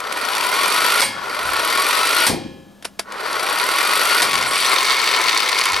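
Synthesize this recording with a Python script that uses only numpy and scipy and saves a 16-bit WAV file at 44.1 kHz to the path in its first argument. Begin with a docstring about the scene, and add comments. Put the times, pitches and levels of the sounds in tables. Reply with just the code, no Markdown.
"""A motor already spinning up is heard first, gears whining and clutch rattling: an electric flywheel impact wrench
on a lug nut of a steel truck wheel, close by and outdoors. Three spin-ups end in hammer blows that ring the wheel.
After the second the tool rests and clicks twice; the third frees the nut and the wrench is drawn off, running down.
Impacts excite decaying modes; the rattle is contact noise, and the whine gear-mesh harmonics, both following
the flywheel's speed through the resonances of the housing."""
import sys
import numpy as np
from scipy import signal
from scipy.fft import rfft, irfft
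from scipy.io import wavfile
from scipy.ndimage import uniform_filter1d

SR = 44100
rng = np.random.default_rng(int(sys.argv[2]) if len(sys.argv) > 2 else 0)


def inscribe(sig):
    """Save sig as 16-bit PCM at rate SR to the path in sys.argv[1].

    A 1-D sig is mono; a 2-D sig holds one channel per row.
    Samples are clipped to [-1, 1] before scaling.
    """
    pcm = np.round(np.clip(np.atleast_2d(sig).T, -1, 1) * 32767)
    wavfile.write(sys.argv[1], SR, pcm.astype(np.int16))


N = 255780
T = np.arange(N) / SR   # time [s]
HZ = np.maximum(np.arange(N // 2 + 1) * SR / N, 1)   # frequency of each spectral bin [Hz]


def from_db(db):
    """Level: 20 dB is a factor of ten in amplitude."""
    return 10 ** (np.asarray(db) / 20)


def rms_one(x):
    """Normalization: scales a signal to unit root mean square."""
    return x / np.sqrt(np.mean(x ** 2) + 1e-20)


def in_time(rows):
    """Linear interpolation: each column of a curve at every sample."""
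    s, *columns = np.transpose(rows)
    return [np.interp(T, s, c) for c in columns]


def over_hz(points):
    """Logarithmic frequency scale: a table interpolated at every bin."""
    hz, value = np.transpose(points)
    return np.interp(np.log(HZ), np.log(hz), value)


def body(slope, peaks=()):
    """Minimum phase: the causal response of a slope with resonances, found by cepstrum; power gain 1."""
    db = over_hz(slope)
    for hz, width, gain_db in peaks:
        db = db + gain_db / (1 + (2 * (HZ - hz) / width) ** 2)
    cepstrum = irfft(np.log(rms_one(from_db(db))), N)
    cepstrum[1:N // 2] *= 2
    cepstrum[N // 2 + 1:] = 0
    return np.exp(rfft(cepstrum))


def through(x, response):
    """Linear filtering: multiplies the spectrum by a response."""
    return irfft(rfft(x) * response, N)


def noise():
    """White noise: independent normal samples."""
    return rng.standard_normal(N)


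def band(x, low_hz, high_hz):
    """Band limitation: a Butterworth bandpass."""
    edges = [low_hz, min(high_hz, SR / 2 - 1)]
    return signal.sosfilt(signal.butter(4, edges, "band", fs=SR, output="sos"), x)


def strike(s, t60, rise=.0004):
    """Exponential decay: climbs 20 dB per rise time up to 1 at time s, then falls 60 dB in t60."""
    climb_db = 20 * (T - s) / rise
    decay_db = -60 * (T - s) / t60
    return from_db(np.maximum(np.where(T < s, climb_db, decay_db), -200))


def tail(t60):
    """High modal density: many crowded modes dying away together as noise; power gain 1."""
    decay = noise() * strike(0.00095, t60)
    return rfft(decay) / np.linalg.norm(decay)


def hold(start_s, end_s, edge_s):
    """Gating: an envelope of 1 between two times, with sloping edges inside them."""
    return np.clip(np.minimum(T - start_s, end_s - T) / edge_s, 0, 1)


def linger(energy, t60, build_s=.001):
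    """Energy storage: contacts build up and die away in the metal."""
    keep = from_db(-120 / (t60 * SR))   # energy falls by 10^6 in t60
    swell = np.exp(-1 / (build_s * SR))
    return signal.lfilter([1 - swell], [1, -keep - swell, keep * swell], energy + 1e-18)


def scattered(scatter_db):
    """Random excitation: a varying energy for each contact."""
    return from_db(scatter_db * np.clip(noise(), -2, 2)) ** 2


def per_turn(turns, count, scatter_db):
    """Cyclic excitation: contacts come count times a turn, each a little early or late."""
    wobble = rms_one(uniform_filter1d(noise(), size=1500))
    step = np.maximum.accumulate(np.floor(count * (turns + .025 * wobble)))
    return np.diff(step, prepend=step[0]) * scattered(scatter_db)


def loose_parts(per_s, scatter_db):
    """Shot process: contacts come at random."""
    return (rng.random(N) < per_s / SR) * scattered(scatter_db)


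# Spectrum of the outdoor air: (frequency [Hz], relative level [dB])
OUTDOOR_SPECTRUM = [(15, -37), (25, -7), (144, -9.5), (209, -2.5), (445, -18), (537, -10), (1300, -18.5),
                    (1660, -21), (1850, -25), (3260, -24.5), (14300, -34.5), (15500, -41)]


def outdoors():
    """Ambient noise: steady noise of fixed spectrum."""
    return from_db(-50.0) * through(noise(), body(OUTDOOR_SPECTRUM))


def breeze():
    """Incoherent noise: each port has its own low rumble."""
    return from_db(-72) * np.array([rms_one(band(noise(), 22, 120)) for port in "LR"])


# Low thumps and buffets; at 2.3 s the tyre and truck thump after the blow:
# (peak time [s], level [dB], 20 dB rise time [s], t60 [s], upper edge [Hz])
LOW_THUMPS = [(1.06, -33.5, 0.022, 0.9, 315), (1.45, -26, 0.072, 0.76, 112), (2.3, -17.5, 0.018, 0.46, 890),
              (2.45, -33.5, 0.075, 1, 487), (4.4, -32, 0.29, 0.78, 273), (5.725, -21.5, 0.03, 0.28, 118)]
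# Spectrum of the thumps and buffets before the upper edge: (frequency [Hz], relative level [dB])
THUMP_SPECTRUM = [(15, -49), (25, -21), (275, -4.5), (361, -4.5), (395, -12.5), (533, -12), (730, -15),
                  (786, -12.5), (900, -13), (1170, -49), (1980, -120)]


def thumps():
    """Low-frequency transients: band-limited noise rises and dies as thumps and buffets."""
    lumps = through(noise(), body(THUMP_SPECTRUM))
    out = 0
    for s, db, rise, t60, edge_hz in LOW_THUMPS:
        out = out + from_db(db) * strike(s, t60, rise) * band(lumps, 25, edge_hz)
    return out


TYRE_HZ, TYRE_DB = 201, -52.5   # frequency [Hz], rms level while held [dB]
TYRE_S, TYRE_HOLD_S, TYRE_T60_S = 2.28, .75, 1.7   # start, steady time and decay [s]


def tyre_hum():
    """Cavity resonance: the air in the tyre, set humming by the second blow, holds and then decays."""
    fade_in = np.clip((T - TYRE_S) / .04, 0, 1)
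    level_db = TYRE_DB - 60 * np.maximum(T - TYRE_S - TYRE_HOLD_S, 0) / TYRE_T60_S
    return fade_in * from_db(level_db) * np.sqrt(2) * np.sin(2 * np.pi * TYRE_HZ * T)


# Clutch and trigger contacts, in two groups: (time [s], level [dB], t60 [s])
LATCH_CONTACTS = [(2.826, -32.5, 0.039), (2.8472, -28.5, 0.12), (2.852, -18, 0.022), (2.992, -27.5, 0.12),
                  (2.9947, -14.5, 0.025)]
# Spectrum of a contact: (frequency [Hz], relative level [dB])
LATCH_SPECTRUM = [(88, -33), (150, -16), (314, -5.5), (404, -3), (1200, -3.5), (1340, -0.5), (1830, -3.5),
                  (3830, -6), (4140, -11), (4930, -3.5), (6470, -14), (10900, -9.5), (15500, -42)]


def latch():
    """Impulsive excitation: the clutch falling back and the trigger click and ring briefly in the case."""
    envelope = sum(from_db(db) * strike(s, t60, rise=0.0022) for s, db, t60 in LATCH_CONTACTS)
    return through(envelope * noise(), body(LATCH_SPECTRUM) * (1 + 0.21 * tail(t60=0.022)))


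SCRAPE_FROM_S, SCRAPE_TO_S, SCRAPE_EDGE_S = 4.45, 4.77, 0.031   # start, end and fading edges [s]
SCRAPE_DB = -29.5   # level of the unit-rms grit inside the gate [dB]


def scrape():
    """Sliding friction: the socket leaves the nut in dense random contacts, bright and gritty."""
    grit = np.sqrt(linger(loose_parts(per_s=380, scatter_db=4.0), t60=.02)) * noise()
    gate = hold(SCRAPE_FROM_S, SCRAPE_TO_S, SCRAPE_EDGE_S)
    return from_db(SCRAPE_DB) * gate * rms_one(band(grit, 7600, 10400))


# Nut and socket squeals: (peak time [s], frequency [Hz], level [dB], 20 dB rise time [s], t60 [s])
SQUEAL_TONES = [(1.047, 8898, -19, .02, .11), (1.05, 4032, -26, .02, .16), (1.04, 5184, -31, .01, .18),
                (2.29, 8898, -27, .015, .14), (4.664, 5950, -14, .004, .03)]


def squeals():
    """Friction-induced vibration: steel slipping on steel gives short pure tones."""
    out = 0
    for s, hz, db, rise, t60 in SQUEAL_TONES:
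        out = out + from_db(db) * strike(s, t60, rise) * np.sin(2 * np.pi * hz * T)
    return out


# Modes of the steel wheel: (frequency [Hz], t60 [s], relative level at the first blow [dB],
# relative level at the later blows [dB])
WHEEL_MODES = [(531, 1.2, -42, -32), (554, .3, -27, -36), (807, 1.2, -42, -38), (1066, 1.3, -44, -44),
               (1707, 1.8, -33, -45), (1814, .64, -37, -38), (2148, .6, -22, -38), (2272, .35, -23, -30),
               (2422, .75, -37, -31), (2616, 1.0, -47, -44), (2840, .5, -31, -45), (2902, .83, -45, -40),
               (3160, 1.4, -52, -44), (3198, .9, -41, -37), (3311, .75, -29, -38), (3892, 1.1, -41, -46),
               (4274, .7, -45, -41), (4689, .35, -23, -38), (5044, .65, -36, -36), (8053, .25, -42, -44)]


def ring(s, mix):
    """Modal superposition: decaying wheel modes, their levels mixed between first and later blows."""
    out, start = np.zeros(N), int(s * SR)
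    age = T[:N - start]
    phases = rng.uniform(-np.pi, np.pi, len(WHEEL_MODES))
    for (hz, t60, first_db, later_db), phase in zip(WHEEL_MODES, phases):
        struck_db = np.interp(mix, [0, 1], [first_db, later_db])
        db = struck_db - np.minimum(60 * age / t60, 200)
        out[start:] += from_db(db) * np.sin(2 * np.pi * hz * age + phase)
    return out * np.clip((T - s) / 0.0027, 0, 1)   # soft onset


# Hammer blows, the first a double strike: (time [s], crack level [dB], crack t60 [s],
# wash level before its gain [dB], gain on the wheel modes [dB], mix of the mode levels [0 first, 1 later])
HAMMER_BLOWS = [(1.005, -9, 0.035, -60, -32, 0.15), (1.016, -14, 0.27, -30, 3, 0.26),
                (2.266, -10, 0.21, -31.5, -0.5, 0.88), (4.219, -10.5, 0.14, -33, -2, 0.89)]
# Spectrum of crack and wash: (frequency [Hz], relative level [dB])
CRACK_SPECTRUM = [(59, -37), (100, -15), (447, -7.5), (742, -4.5), (956, 4), (1230, -5), (2270, -2.5),
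                  (2990, -7), (4560, -2), (6950, -12.5), (9150, -4), (10400, -9), (12000, -12),
                  (14200, -25), (15500, -30)]


def hammer():
    """Impact: each blow cracks, leaves a duller wash in the rim and excites the wheel modes."""
    crack = wash = rings = 0
    for s, crack_db, t60, wash_db, ring_db, mix in HAMMER_BLOWS:
        crack = crack + from_db(crack_db) * strike(s, t60)
        wash = wash + from_db(wash_db) * strike(s, t60=0.53)
        rings = rings + from_db(ring_db) * ring(s, mix)
    colour = body(CRACK_SPECTRUM)
    crack_sound = through(crack * noise(), colour)
    wash_sound = band(through(wash * noise(), colour), 300, 7400)
    return crack_sound + from_db(8.5) * wash_sound + rings


# Spin-ups of the motor: (motor start [s], hammer drops in [s])
SPIN_UPS = [(-.146, 1.003), (1.052, 2.262), (3.013, 4.213)]
# Flywheel speed once the nut has let go: (time [s], speed [turns/s])
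LOOSE_SPEED = [(4.22, 45), (4.26, 45), (4.43, 40), (4.55, 43.3), (4.8, 44.7), (5.8, 30)]
NUT_LOOSE_S = LOOSE_SPEED[0][0]
TOP_SPEED, SPIN_UP_S = 74.4, .86   # limit of the speed [turns/s], time constant [s]
STALL_S = .007   # a blow stops the flywheel in this time [s]


def flywheel():
    """Rotational inertia: speed nears its limit exponentially, stalls at a blow, and runs on once the nut is loose."""
    speed = in_time(LOOSE_SPEED)[0] * np.clip((T - NUT_LOOSE_S) / STALL_S, 0, 1)
    for start_s, blow_s in SPIN_UPS:
        spin_up = 1 - np.exp(-np.maximum(T - start_s, 0) / SPIN_UP_S)
        speed = speed + TOP_SPEED * spin_up * hold(start_s, blow_s + STALL_S, STALL_S)
    return speed


WORKING_SPEED = 50   # reference for the levels [turns/s]
PICKUP_SPEED = 6   # slower than this the works hardly rattle [turns/s]


def with_speed(speed, doubling_db):
    """Power law: gain grows by so many dB per doubling of speed and vanishes at a crawl."""
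    gain = from_db(doubling_db * np.log2(speed / WORKING_SPEED + 1e-9))
    return gain * speed ** 2 / (speed ** 2 + PICKUP_SPEED ** 2)


# Gear growl, clutch clatter and metal chatter, before the layer trims: (level at working speed [dB],
# rise on the nut [dB per doubling of speed], change with the nut loose [dB], change off the nut [dB])
RATTLE_LEVELS = [(-20.9, 2.6, -2, -.1), (-20, 6.4, -1.2, -.6), (-27.8, 7.9, -3.8, 1.9)]
# Dips and swells of the growl as the wrench is drawn off: (time [s], change [dB], half width to 1/e [s])
GROWL_SWELLS = [(4.6, -6, 0.033), (4.75, 2.4, .05), (5.19, 4, 0.036)]
FREE_FOLLOWS = .6   # off the nut the rattle's dB follow the speed by only this share


def running_levels(speed, seated):
    """Load dependence: growl, clatter and chatter shift balance with speed and load, brighter when fast."""
    loose = T > NUT_LOOSE_S
    follows = seated + FREE_FOLLOWS * (1 - seated)
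    gains = []
    for db, doubling_db, loose_db, free_db in RATTLE_LEVELS:
        load_db = db + loose_db * loose + free_db * (1 - seated)
        gains.append(from_db(load_db) * with_speed(speed, doubling_db * follows))
    growl, clatter, chatter = gains
    swell_db = sum(db * np.exp(-((T - s) / width) ** 2) for s, db, width in GROWL_SWELLS)
    return growl * from_db(swell_db), clatter, chatter


def rattle(contacts, t60, turn_share, jaw_share, loose_share):
    """Amplitude-modulated noise: flywheel, jaw and loose-part bursts over steady rubbing; rms 1."""
    energy = 1   # the rubbing
    for hits, share in zip(contacts, (turn_share, jaw_share, loose_share)):
        ringing = linger(hits * scattered(2), t60)   # each contact varies anew in every layer
        energy = energy + share * ringing / ringing.mean()
    return rms_one(np.sqrt(energy) * noise())


def gears(turns, housing):
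    """Gear mesh: 26 uneven teeth a turn give a harmonic whine, swelling as it crosses a resonance; rms 1."""
    mesh = 2 * np.pi * 26 * turns + .2 * rms_one(uniform_filter1d(noise(), size=700))
    tone = np.sin(mesh) + from_db(-2) * np.sin(2 * mesh) + from_db(-5) * np.sin(3 * mesh)
    once_a_turn = 1 + .35 * np.cos(2 * np.pi * turns)
    return rms_one(through(tone * once_a_turn, housing))


SING_HZ, SING_WIDTH_HZ = 2190, 42   # mode of the free socket: frequency and width [Hz]


def singing():
    """Narrow resonance: noise drives one mode of the free socket; rms 1."""
    return rms_one(through(noise(), 1 / (1 + 2j * (HZ - SING_HZ) / SING_WIDTH_HZ) ** 2))


# Individually timed knocks of the loose socket: (time [s], level before the layer gains [dB],
# treble against that level [dB])
TIMED_KNOCKS = [(0.3336, -7, -4), (0.367, -6.5, 3), (1.496, -13, 1), (3.3288, -9.5, 6), (3.5982, 0.5, -4),
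                (4.3102, -1, -1), (4.3311, -1, 0), (4.354, 2, 0), (4.3778, -1, -1), (4.4257, 4, -11),
                (5.0753, 4, -11), (5.2829, 3.5, -11), (5.375, 2, 1.5), (5.492, 3, -1), (5.5902, -10, 13),
                (5.6121, 2, -7), (5.6546, -5, 9), (5.7192, -10, 10)]
STRAY_SEATED_CHANCE, STRAY_FREE_CHANCE = .2, .5   # stray knocks on the nut and off it [chance per turn]
# Strays at working speed, before the layer gains: level [dB], rise [dB per doubling], spread and treble [dB]
STRAY_DB, STRAY_DOUBLING_DB, STRAY_SPREAD_DB, STRAY_TREBLE_DB = -8.5, 1, 1.8, 3.5


def knocks(housing, turns, speed, seated):
    """Backlash: the socket knocks on its square drive, oftener when free, as a thud with a bright edge."""
    chance = STRAY_SEATED_CHANCE * seated + STRAY_FREE_CHANCE * (1 - seated)
    strays = per_turn(turns, count=1, scatter_db=STRAY_SPREAD_DB) * (rng.random(N) < chance)
    dull = strays * (from_db(STRAY_DB) * with_speed(speed, STRAY_DOUBLING_DB)) ** 2
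    bright = dull * from_db(STRAY_TREBLE_DB) ** 2
    for s, db, treble_db in TIMED_KNOCKS:
        dull[int(s * SR)] = from_db(db) ** 2
        bright[int(s * SR)] = from_db(db + treble_db) ** 2
    thud = through(np.sqrt(linger(dull, t60=0.011)) * noise(), housing)
    edge = band(np.sqrt(linger(bright, t60=0.012)) * noise(), 3100, 10900)
    return from_db(-10.0) * thud + from_db(-12) * edge


# Socket on the nut: (time [s], share seated [0-1])
SOCKET_SEATING = [(4.52, 1), (4.8, 0.02)]
# Broad response of the wrench on the nut, and held free: (frequency [Hz], relative level [dB])
SEATED_SLOPE = [(100, -21), (200, -11.5), (350, -0.5), (800, 0.5), (1600, -5.5), (3000, 1), (5000, -7.5),
                (7000, -12.5), (11000, -2), (15300, -17)]
FREE_SLOPE = [(100, -27.5), (200, -22.5), (350, -7.5), (800, -5), (1600, -4), (3000, 5), (5000, 1),
              (7000, -10.5), (11000, -16), (15300, -25)]
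# Resonances added to each: (frequency [Hz], width [Hz], height [dB])
SEATED_RESONANCES = [(423, 48, 4), (590, 125, 5.1), (991, 132, 11.2), (1109, 28, 11.5), (1291, 310, 8.6),
                     (1450, 208, 12.1), (1852, 270, 8.3), (2120, 300, 5), (2422, 410, 6.3), (2940, 66, 3.7),
                     (3400, 340, 4.2), (3890, 400, 4.3), (4360, 480, 7.5), (4730, 330, 8.1),
                     (5690, 730, 7.6), (7710, 1570, 9.3), (8910, 360, 7.1), (9400, 630, 7.6),
                     (11300, 751, 6.2), (12300, 380, 5.9), (13712, 287, 3.6)]
FREE_RESONANCES = [(420, 150, 2.7), (1040, 165, 13.2), (1330, 165, 8.6), (1820, 250, 6.1), (2156, 260, 7.9),
                   (2214, 36, 5.1), (2390, 540, 3.4), (3730, 430, 4.2), (4480, 570, 6.9), (5900, 390, 5.9),
                   (7560, 840, 4.3), (9100, 1200, 3.3), (10630, 650, 3.6)]


def wrench():
    """Source and filter: whine and rattle of the works, coloured by the housing and what it touches."""
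    speed = flywheel()
    seated = np.clip(in_time(SOCKET_SEATING)[0], 0, 1)
    turns = np.cumsum(speed) / SR
    flywheel_hits = per_turn(turns, count=1, scatter_db=1.0)
    # the three jaws clatter most when unloaded
    jaw_hits = per_turn(turns, count=3, scatter_db=3.5) * (1 - 0.8 * seated)
    contacts = flywheel_hits, jaw_hits, loose_parts(per_s=520, scatter_db=0.5)
    growl, clatter, chatter = running_levels(speed, seated)

    crowded = 1 + tail(t60=.07) * np.interp(HZ, [1500, 6000], [.15, .35])
    on_nut = body(SEATED_SLOPE, SEATED_RESONANCES) * crowded
    in_air = body(FREE_SLOPE, FREE_RESONANCES) * crowded

    low = band(rattle(contacts, t60=0.025, turn_share=0.14, jaw_share=0.63, loose_share=2.2), 89, 1720)
    middle = band(rattle(contacts, t60=0.023, turn_share=0.58, jaw_share=1.25, loose_share=1.6), 1720, 6820)
    high = band(rattle(contacts, t60=0.032, turn_share=2.8, jaw_share=1.0, loose_share=1.7), 7140, 20300)
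    layers = [(growl * from_db(0.15), low), (clatter * from_db(-.5), middle), (chatter * from_db(-0.6), high)]
    out = 0
    for gain, x in layers:
        nut_sound = np.sqrt(seated) * rms_one(through(x, on_nut))
        free_sound = np.sqrt(1 - seated) * rms_one(through(x, in_air))
        out = out + gain * (nut_sound + free_sound)

    whine_gain = growl * from_db(-5.5 - 8 * (1 - seated)) * np.minimum(speed / 44, 1)
    whine = whine_gain * gears(turns, on_nut)
    song = clatter * from_db(-8) * (1 - seated) * singing()
    return out + whine + song + knocks(in_air, turns, speed, seated)


# Phase lead of the left port over the right: (frequency [Hz], lead [rad])
LEFT_LEAD = [(60, .6), (200, .85), (430, 1.05), (1200, .9), (1800, .5), (2800, .25), (5500, .3),
             (7500, .03), (15000, 0)]
# Level of the left port over the right: (frequency [Hz], difference [dB])
LEFT_BALANCE = [(60, .5), (250, 2.4), (600, 2.1), (1300, 3), (2200, 1.7), (4400, .8), (15000, 0)]
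# Wandering side signal: (frequency [Hz], gain [dB])
SIDE_GAIN = [(100, -19), (600, -17), (1300, -13.5), (4500, -12), (8000, -15), (13000, -33)]


def microphones(x, wandering):
    """Interaural differences: left hears first and louder; contacts at different spots move the image."""
    lean = from_db(over_hz(LEFT_BALANCE) / 2) * np.exp(.5j * over_hz(LEFT_LEAD))   # half to each port
    spot = rms_one(uniform_filter1d(noise(), size=300))
    side = through(wandering * spot, from_db(over_hz(SIDE_GAIN)))
    return np.array([through(x, lean) + side, through(x, 1 / lean) - side])


def scene():
    """Superposition: all sources add at the microphone pair, and the tool's image wanders."""
    tool = from_db(.5) * wrench() + hammer() + scrape() + latch()
    surroundings = squeals() + thumps() + tyre_hum() + outdoors()
    return microphones(tool + surroundings, tool) + breeze()


CUTOFF_HZ = 15700   # upper limit of the sound [Hz]


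def record(dry):
    """Saturation and band limitation: peaks are rounded, then the top is cut."""
    top = 0.88
    rounded = top * np.tanh(dry / top)
    return signal.sosfilt(signal.ellip(10, .2, 80, CUTOFF_HZ, fs=SR, output="sos"), rounded)


dry = scene()
out = record(dry)
inscribe(out)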